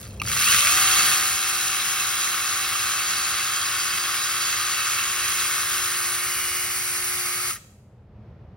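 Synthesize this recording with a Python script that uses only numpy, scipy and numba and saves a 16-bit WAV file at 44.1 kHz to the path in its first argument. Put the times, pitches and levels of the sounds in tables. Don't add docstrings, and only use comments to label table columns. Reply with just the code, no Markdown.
import sys
import numpy as np
from scipy import signal
from scipy.fft import rfft, irfft
from scipy.io import wavfile
from scipy.ndimage import uniform_filter1d
from numba import njit

SR = 44100
rng = np.random.default_rng(int(sys.argv[2]) if len(sys.argv) > 2 else 0)


def int16_out(signal):
    q = np.round(np.clip(np.atleast_2d(signal).T, -1, 1) * 32767)
    wavfile.write(sys.argv[1], SR, q.astype(np.int16))


N = 377496
T = np.arange(N) / SR
SIZE = 8192
FREQ = np.arange(SIZE // 2 + 1) * SR / SIZE

# frequency [Hz], gain [dB].
COVER_RESPONSE = [(100, -47.5), (300, -21), (500, -33.5), (800, -23.5), (1020, -22), (1150, 0.5),
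                  (1350, -2), (1800, -6.5), (2300, -9), (3000, -9), (5500, -14), (9000, -26)]

START_S, RAMP_TURNS_PER_S2, FULL_TURNS_PER_S = .221, 137, 78
BRAKE_S, BRAKE_TURNS_PER_S2 = 7.5, 850
GEAR_RATIO = 60 / 13
SWING_START_S, SWING_END_S = 5.32, 7.22


def undb(db):
    return np.exp(np.asarray(db) * (np.log(10) / 20))


def spectrum(table):
    hz, db = np.transpose(table)
    return np.interp(np.log(FREQ + 1), np.log(hz), db)


def colour(x, db):
    cepstrum = irfft(np.log(undb(db)), SIZE)
    cepstrum[1:SIZE // 2] *= 2
    cepstrum[SIZE // 2 + 1:] = 0
    response = irfft(np.exp(rfft(cepstrum)), SIZE)
    return signal.oaconvolve(x.astype(np.float32), response.astype(np.float32))[:N]


def unit(x):
    return x / np.sqrt(np.mean(x ** 2))


def walk(rate_hz):
    points = rng.standard_normal(1024)
    return unit(np.interp(T * rate_hz, np.arange(len(points)), points))


def ease(start_s, end_s):
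    return np.sin(np.pi / 2 * np.clip((T - start_s) / (end_s - start_s), 0, 1)) ** 2


def swell(at_s, width_s):
    return np.exp(-((T - at_s) / width_s) ** 2)


def strikes(turns, count, scatter_db, late_s):
    at = np.flatnonzero(np.diff(np.floor(turns * count)))
    chance = rng.standard_normal((len(at), 2))
    offset = (late_s * SR * chance[:, 1]).astype(int)
    at = np.clip(at + offset, 0, N - 1)
    return unit(np.bincount(at, undb(scatter_db * chance[:, 0]), N))


def grit(rate_hz, scatter_db):
    at = np.flatnonzero(rng.random(N) < rate_hz / SR)
    sign, size = rng.standard_normal((2, N), dtype=np.float32)[:, at]
    return unit(np.bincount(at, sign * undb(scatter_db * size), N))


def tones(turns, table, waver_db, waver_hz):
    angle = (2 * np.pi * (turns - np.floor(turns))).astype(np.float32)
    times_s, out = np.arange(512) / waver_hz, np.zeros(N)
    for multiple, db in table:
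        points = undb(db + waver_db * rng.standard_normal(len(times_s)))
        level = np.interp(T, times_s, points)
        out += level * np.sin(round(multiple) * angle + 2 * np.pi * rng.random())
    return np.sqrt(2) * out


@njit
def band(x, hz, width_hz):
    y, b, low = np.empty(len(x)), 0., 0.
    for i in range(len(x)):
        g, k = np.tan(np.pi * hz[i] / SR), width_hz / hz[i]
        v = (b + g * (x[i] + 1e-18 - low)) / (1 + g * (g + k))
        b, low, y[i] = 2 * v - b, low + 2 * g * v, k * v
    return y


def emphasise(x, hz, width_hz, db):
    return x + (undb(db) - 1) * band(x.astype(float), hz + np.zeros(N), float(width_hz))


def resonances(table):
    power = 0
    for hz, width_hz, db in table:
        damping = (FREQ * width_hz) ** 2
        power = power + undb(db) ** 2 * damping / (damping + (FREQ ** 2 - hz ** 2) ** 2)
    return 10 * np.log10(power + 1e-6)


def rumble(side_hz):
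    # frequency [Hz], relative level [dB].
    rumble_response = [(25, -49), (36, -30.5), (46, -4.5), (65, -2.5), (115, 1), (160, -11), (200, -4.5),
                       (260, -19), (500, -17.5), (1000, -28.5), (2500, -40.5), (5500, -53.5), (8000, -67),
                       (15000, -68)]
    db = spectrum(rumble_response)
    mid = colour(rng.standard_normal(N), db)
    side = colour(rng.standard_normal(N), db + 20 * np.log10((FREQ + 1) / (FREQ + side_hz)))
    level_db = -44.5 + 8.5 * swell(at_s=.27, width_s=.23) + .51 * walk(17)
    return unit(mid + np.array([side, -side])) * undb(level_db)


def drive():
    earlier_tail = 11 * np.exp(-np.minimum(T, START_S) / .16)
    running_s = np.maximum(T - START_S, 0)
    full = FULL_TURNS_PER_S - 1.6 * np.exp(-running_s / 1.6)
    drag = 1.05 * swell(at_s=.515, width_s=.07)
    driven = np.minimum(earlier_tail + RAMP_TURNS_PER_S2 * running_s - drag, full)
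    return np.maximum(driven - BRAKE_TURNS_PER_S2 * np.maximum(T - BRAKE_S, 0), 0)


def torque(speed):
    change = np.gradient(uniform_filter1d(speed, size=1024)) * SR
    return np.clip(change / RAMP_TURNS_PER_S2, 0, 1), np.clip(-change / BRAKE_TURNS_PER_S2, 0, 1)


def facing():
    rolled = ease(1, 3.3) - ease(5.2, 5.3)
    swung = ease(SWING_START_S, SWING_END_S)
    cover_db = -26.5 + .5 * rolled - 8.5 * swung
    bar_db = -28 - rolled - 14.5 * swung
    hiss_db = -21.5 - 2.5 * rolled + .25 * swung
    hum_db = -43.5 - 1.5 * rolled + 3 * swung
    return cover_db, bar_db, hiss_db, hum_db


def looseness(speed, pace, pull):
    crawl_turns_per_s, whip_turns_per_s, whip_width_turns_per_s = 11, 38.3, 17
    whip_db = 3.5 * np.exp(-((speed - whip_turns_per_s) / whip_width_turns_per_s) ** 2)
    pulled = np.tanh(speed / crawl_turns_per_s) * undb(whip_db)
    return pull * pulled + (1 - pull) * pace ** .81


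def surge(turns, twice_db, once_db, flutter_db):
    twice = twice_db * np.cos(4 * np.pi * turns)
    once = once_db * np.cos(2 * np.pi * turns)
    return undb(twice + once + flutter_db * walk(45))


def cover_clatter(turns, pace):
    slaps = np.sqrt(pace) * strikes(turns, count=2, scatter_db=.5, late_s=.0004)
    links = strikes(turns, count=6, scatter_db=2.5, late_s=.0004)
    rivets = grit(7000 * pace, scatter_db=0) * surge(turns, twice_db=3.5, once_db=.1, flutter_db=.6)
    clatter = undb(-4.5) * slaps + undb(-6.5) * links + rivets
    return unit(colour(clatter, spectrum(COVER_RESPONSE)))


def bar_ring(turns, pace):
    # frequency [Hz], width [Hz], relative level [dB].
    bar_modes = [(2164, 61, -2), (2644, 115, 2.8), (3258, 90, 1), (3897, 230, -1.5), (6800, 1400, -1.5)]
    knocks = grit(4200 * pace, scatter_db=-.5)
    knocks = knocks * surge(turns, twice_db=-2, once_db=-1.1, flutter_db=.66)
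    out = np.zeros(N)
    for k, (hz, width_hz, db) in enumerate(bar_modes):
        flare = undb(db + 1.8 * walk(22))
        mode = band(knocks, hz * (1 + .004 * walk(4)), float(width_hz))
        out += (-1) ** k * flare * mode
    return unit(out)


def bar_tones(turns, pace):
    # multiple of the sprocket turn, level against the bar before its speed gain [dB].
    bar_lines = [(42, -18), (44, -17.5), (50, -17)]
    return pace ** 2 * tones(turns, bar_lines, waver_db=3, waver_hz=14)


def link_pings(pace):
    full_rate_hz, low_hz, high_hz, range_db, t60_s = 420, 1900, 12000, 14, .09
    t, out = T[:SR // 16], np.zeros(N + SR)
    for when, pitch, size, keep in rng.random((int(full_rate_hz * N / SR), 4)):
        at, hz = int(when * N), low_hz * (high_hz / low_hz) ** pitch
        if keep < pace[at]:
            decay = undb(range_db * size - 60 * t / t60_s)
            out[at:at + len(t)] += decay * np.sin(2 * np.pi * hz * t)
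    return unit(out[:N])


def chain_hiss(turns, pace):
    # frequency [Hz], relative level [dB].
    hiss_response = [(300, -22), (900, -9), (1300, -4), (2200, 2.5), (3400, -8), (5300, 2), (6500, 4),
                     (7700, 6.5), (9000, 5.7), (11000, 4), (13000, 3.3), (15500, .5)]
    ticks = grit(26000 * pace, scatter_db=.5) * surge(turns, twice_db=.3, once_db=.5, flutter_db=.59)
    return unit(colour(ticks, spectrum(hiss_response)))


def sprocket_buzz(turns, pace, cover_db):
    # multiple of the sprocket turn, level before cover and speed gain [dB].
    sprocket_lines = [(5, -41), (7, -35.5), (8, -33.5), (9, -41), (11, -43.5), (12, -45), (13, -33.5),
                      (14, -38.5), (16, -45.5), (17, -45.5), (18, -47.5), (19, -42), (20, -45), (21, -42.5),
                      (22, -49.5), (23, -43.5), (24, -43)]
    lines = pace ** 2 * tones(turns, sprocket_lines, waver_db=1.3, waver_hz=6.3)
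    buzz = colour(lines, spectrum(COVER_RESPONSE))
    buzz = emphasise(buzz, 1820, width_hz=200, db=5.5 * ease(3.4, 5.8))
    return buzz * undb(.75 * (cover_db - cover_db.mean()) + 6)


def bar_drone(turns, pace):
    steady = tones(turns, [(10, 0)], waver_db=.8, waver_hz=5)
    return undb(-41.5 - 8 * ease(START_S, START_S + 6.1)) * pace ** 3 * steady


def shaded(x):
    # time [s], duration width [s], frequency [Hz], band width [Hz], peak change [dB].
    hollows = [(3, 2.2, 2440, 70, -5.5), (3, 2, 2990, 110, -2.5), (6.6, .5, 3500, 600, -3)]
    for s, width_s, hz, width_hz, db in hollows:
        x = emphasise(x, hz, width_hz, db * swell(s, width_s))
    return x


def drifting(x):
    # time [s], ring [Hz], ring gain [dB], hollow [Hz], hollow gain [dB].
    drift_path = [(.3, 4470, 3.5, 5000, 2), (1.1, 4560, 6.5, 4730, -9), (1.7, 4700, 7.5, 4710, -20),
                  (2.3, 4600, 0.5, 4400, 0.5), (3.3, 4640, 6.5, 4300, 2.5), (4.15, 4820, 7.5, 4350, -1.5),
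                  (4.8, 4540, 6, 4430, 1.5), (5.3, 4736, 3.5, 4470, -4), (6, 4700, 2, 4340, 3)]
    s, *columns = np.transpose(drift_path)
    ring_hz, ring_db, hollow_hz, hollow_db = (np.interp(T, s, column) for column in columns)
    ringing = emphasise(x, ring_hz, width_hz=210, db=ring_db)
    return emphasise(ringing, hollow_hz, width_hz=240, db=hollow_db)


def motor(turns, pace, hum_db):
    # multiple of the motor turn, level against the hum [dB].
    motor_lines = [(1, -2.5), (2, -15), (6, -2.5), (16, -11)]
    # time [s], width [s], peak gain [dB].
    vent_passes = [(4.95, .35, -40), (6.45, .3, -36.5)]
    hum = tones(turns, motor_lines, waver_db=1, waver_hz=6.4)
    air_db = 2 * resonances([(520, 480, -7.5), (2180, 490, 4)])
    air = unit(colour(rng.standard_normal(N), air_db))
    whistle, whine, octave = (tones(turns, [(k, 0)], waver_db=1.4, waver_hz=7) for k in (8, 13, 26))
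    vents = sum(undb(db) * swell(s, width_s) for s, width_s, db in vent_passes)
    whine_gain = undb(hum_db - 3) + undb(-45.5) * swell(at_s=.93, width_s=.3)
    octave_gain = undb(-6 + 6.5 * ease(6.75, 7.05))
    out = undb(hum_db) * (hum + undb(4) * air + octave_gain * octave)
    out = out + whine_gain * whine
    out = out + (undb(-47.5) + vents) * whistle + undb(-.5) * vents * air
    return pace ** 4 * out


def ring(modes, rise_s, crack_db, crack_s):
    t = T[:SR // 5]
    hit = undb(crack_db) * rng.standard_normal(len(t)) * np.exp(-t / crack_s)
    for hz, db, t60_s in modes:
        hit = hit + undb(db - 60 * t / t60_s) * np.sin(2 * np.pi * hz * t)
    return hit * (1 - np.exp(-(t / rise_s) ** 2))


def blows():
    # start [s], rise [s], switch gain [dB], housing gain [dB].
    blow_times = [(0.1985, .002, -13, -38), (0.2166, .001, -19, -10), (7.507, .0015, -16.5, -21)]
    # frequency [Hz], relative level [dB], t60 [s].
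    switch_modes = [(2700, 0, 0.02), (2590, -13.5, 0.049), (4150, -11, .014), (5800, -7.5, .013)]
    housing_modes = [(1200, -6, 0.026), (1710, -15, 0.009), (2380, 1, 0.012), (3300, -18.5, .015),
                     (4600, -11, .008)]
    out = np.zeros(N)
    for s, rise_s, switch_db, housing_db in blow_times:
        switch = undb(switch_db) * ring(switch_modes, rise_s, crack_db=-22, crack_s=.003)
        housing = undb(housing_db) * ring(housing_modes, rise_s, crack_db=-13, crack_s=.004)
        hit = switch + housing
        out[int(s * SR):][:len(hit)] += hit
    return out


def strain(turns, pace, pull, brake):
    # multiple of the motor turn, level before gains [dB].
    strain_lines = [(4, -44), (6, -36), (8, -35), (10, -37), (12, -35.5), (16, -27.5)]
    brake_lines = [(4, -29.5), (8, -34)]
    rising = tones(turns, strain_lines, waver_db=2.5, waver_hz=40)
    rising = pull * np.minimum(pace / .47, 1) ** 4 * rising
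    falling = (brake * pace) ** 2 * tones(turns, brake_lines, waver_db=1, waver_hz=40)
    housing_db = 2 * resonances([(1250, 410, .8), (2580, 800, 1.2)])
    return undb(-14) * falling + colour(rising + falling, housing_db)


def chain_slaps():
    # start [s], level [dB].
    slap_times = [(0.275, -32.5), (0.315, -23.5), (.366, -27.5), (.408, -20.5), (0.427, -25), (.524, -24),
                  (0.544, -20), (.669, -17.5), (7.529, -36), (7.558, -31)]
    # frequency [Hz], relative level [dB].
    slap_response = [(300, -33.5), (950, -29.5), (1200, 4.5), (2200, 2.5), (3500, -7), (7000, -9.5),
                     (15000, -28)]
    t, force = T[:SR // 10], np.zeros(N)
    for s, db in slap_times:
        force[int(s * SR):][:len(t)] += undb(db) * np.exp(-t / .013)
    return force * unit(colour(grit(5000, scatter_db=4.5), spectrum(slap_response)))


def draught(pace):
    # frequency [Hz], relative level [dB].
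    draught_response = [(300, -25), (1850, -15), (2200, 1), (2900, -1), (3300, -4), (4400, -1), (5300, -8),
                        (15000, -25)]
    air = unit(colour(rng.standard_normal(N), spectrum(draught_response)))
    return undb(-32) * ease(SWING_START_S, SWING_END_S) * pace ** 2 * air


def saw():
    speed = drive()
    pull, brake = torque(speed)
    pace = speed / speed.max()
    rattle = looseness(speed, pace, pull)
    cover_db, bar_db, hiss_db, hum_db = facing()
    turns = np.cumsum(speed * (1 + .0009 * walk(18))) / SR
    motor_turns = turns * GEAR_RATIO
    clatter = undb(cover_db) * cover_clatter(turns, pace)
    clatter = emphasise(clatter, 1270, width_hz=100, db=8.5 * ease(6.8, 7.4))
    top, bottom = (bar_ring(turns, pace) for _ in range(2))
    bar = undb(bar_db) * (top + bottom + bar_tones(turns, pace))
    pings = undb(-31.5 + (bar_db - bar_db.max()) / 2) * link_pings(pace)
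    hiss = undb(hiss_db) * chain_hiss(turns, pace)
    chain = shaded(clatter + bar + pings + hiss)
    chain = chain + sprocket_buzz(turns, pace, cover_db) + bar_drone(turns, pace)
    body = rattle * drifting(chain + motor(motor_turns, pace, hum_db))
    body = body + blows() + strain(motor_turns, pace, pull, brake) + chain_slaps()
    spread = rattle * undb(bar_db - 3) * (top - bottom) + draught(pace)
    sideways = rattle * undb(-27) * top
    return body, spread, sideways


def ports(x):
    # frequency [Hz], phase [radians].
    port_phase = [(0, 0), (2100, 0), (3000, 1), (4000, .6), (4500, .9), (5300, .2), (6500, 2.3),
                  (7100, 3.05), (8100, 3.3), (9800, 6.28), (11400, 6.45), (12600, 9.25), (14400, 9.7),
                  (15600, 12.4)]
    # frequency [Hz], level difference [dB].
    port_balance = [(100, -0.5), (350, -4.5), (750, 3.5), (1400, 3), (2000, 0), (2800, -3.5), (3800, 1),
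                    (5000, 0)]
    phase = np.interp(FREQ, *np.transpose(port_phase))
    tilt = undb(spectrum(port_balance) / 2) * np.exp(.5j * phase)
    pair = np.roll(irfft(np.array([tilt, 1 / tilt]), SIZE), SIZE // 2, axis=1)
    return np.array([signal.oaconvolve(x, response)[SIZE // 2:][:N] for response in pair])


def reflections(x, t60_s, delay_s, dull_hz):
    t = T[:SR]
    tail = rng.standard_normal((2, SR)) * undb(-60 * t / t60_s) * (t > delay_s)
    tail /= np.sqrt(np.sum(tail ** 2, axis=1, keepdims=True))
    tail = signal.sosfilt(signal.butter(1, min(dull_hz, .45 * SR), fs=SR, output="sos"), tail)
    return signal.fftconvolve(x[None], tail, axes=1)[:, :N]


def scene():
    source, spread, sideways = saw()
    width = np.array([spread, -spread])
    near = undb(-28.5) * reflections(source, t60_s=.068, delay_s=.0027, dull_hz=7000)
    far = undb(-18.5) * reflections(source + sideways, t60_s=.68, delay_s=.012, dull_hz=11000)
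    return ports(source) + width + near + far + rumble(side_hz=2200)


def gain_control(x, memory_s, patience, ramp, duck_db):
    loud = uniform_filter1d(np.mean(x ** 2, axis=0), size=2048) > undb(-28) ** 2
    loud_s = np.cumsum(loud) / SR
    share = (loud_s - np.interp(T - memory_s, T, loud_s)) / memory_s
    return x * undb(duck_db * np.clip((share - patience) / ramp + .5, 0, 1))


def record(dry):
    ducked = gain_control(dry, memory_s=1.51, patience=.63, ramp=.19, duck_db=-5.5)
    return signal.sosfilt(signal.ellip(10, .2, 80, 15850, fs=SR, output="sos"), ducked)


dry = scene()
out = record(dry)
int16_out(out)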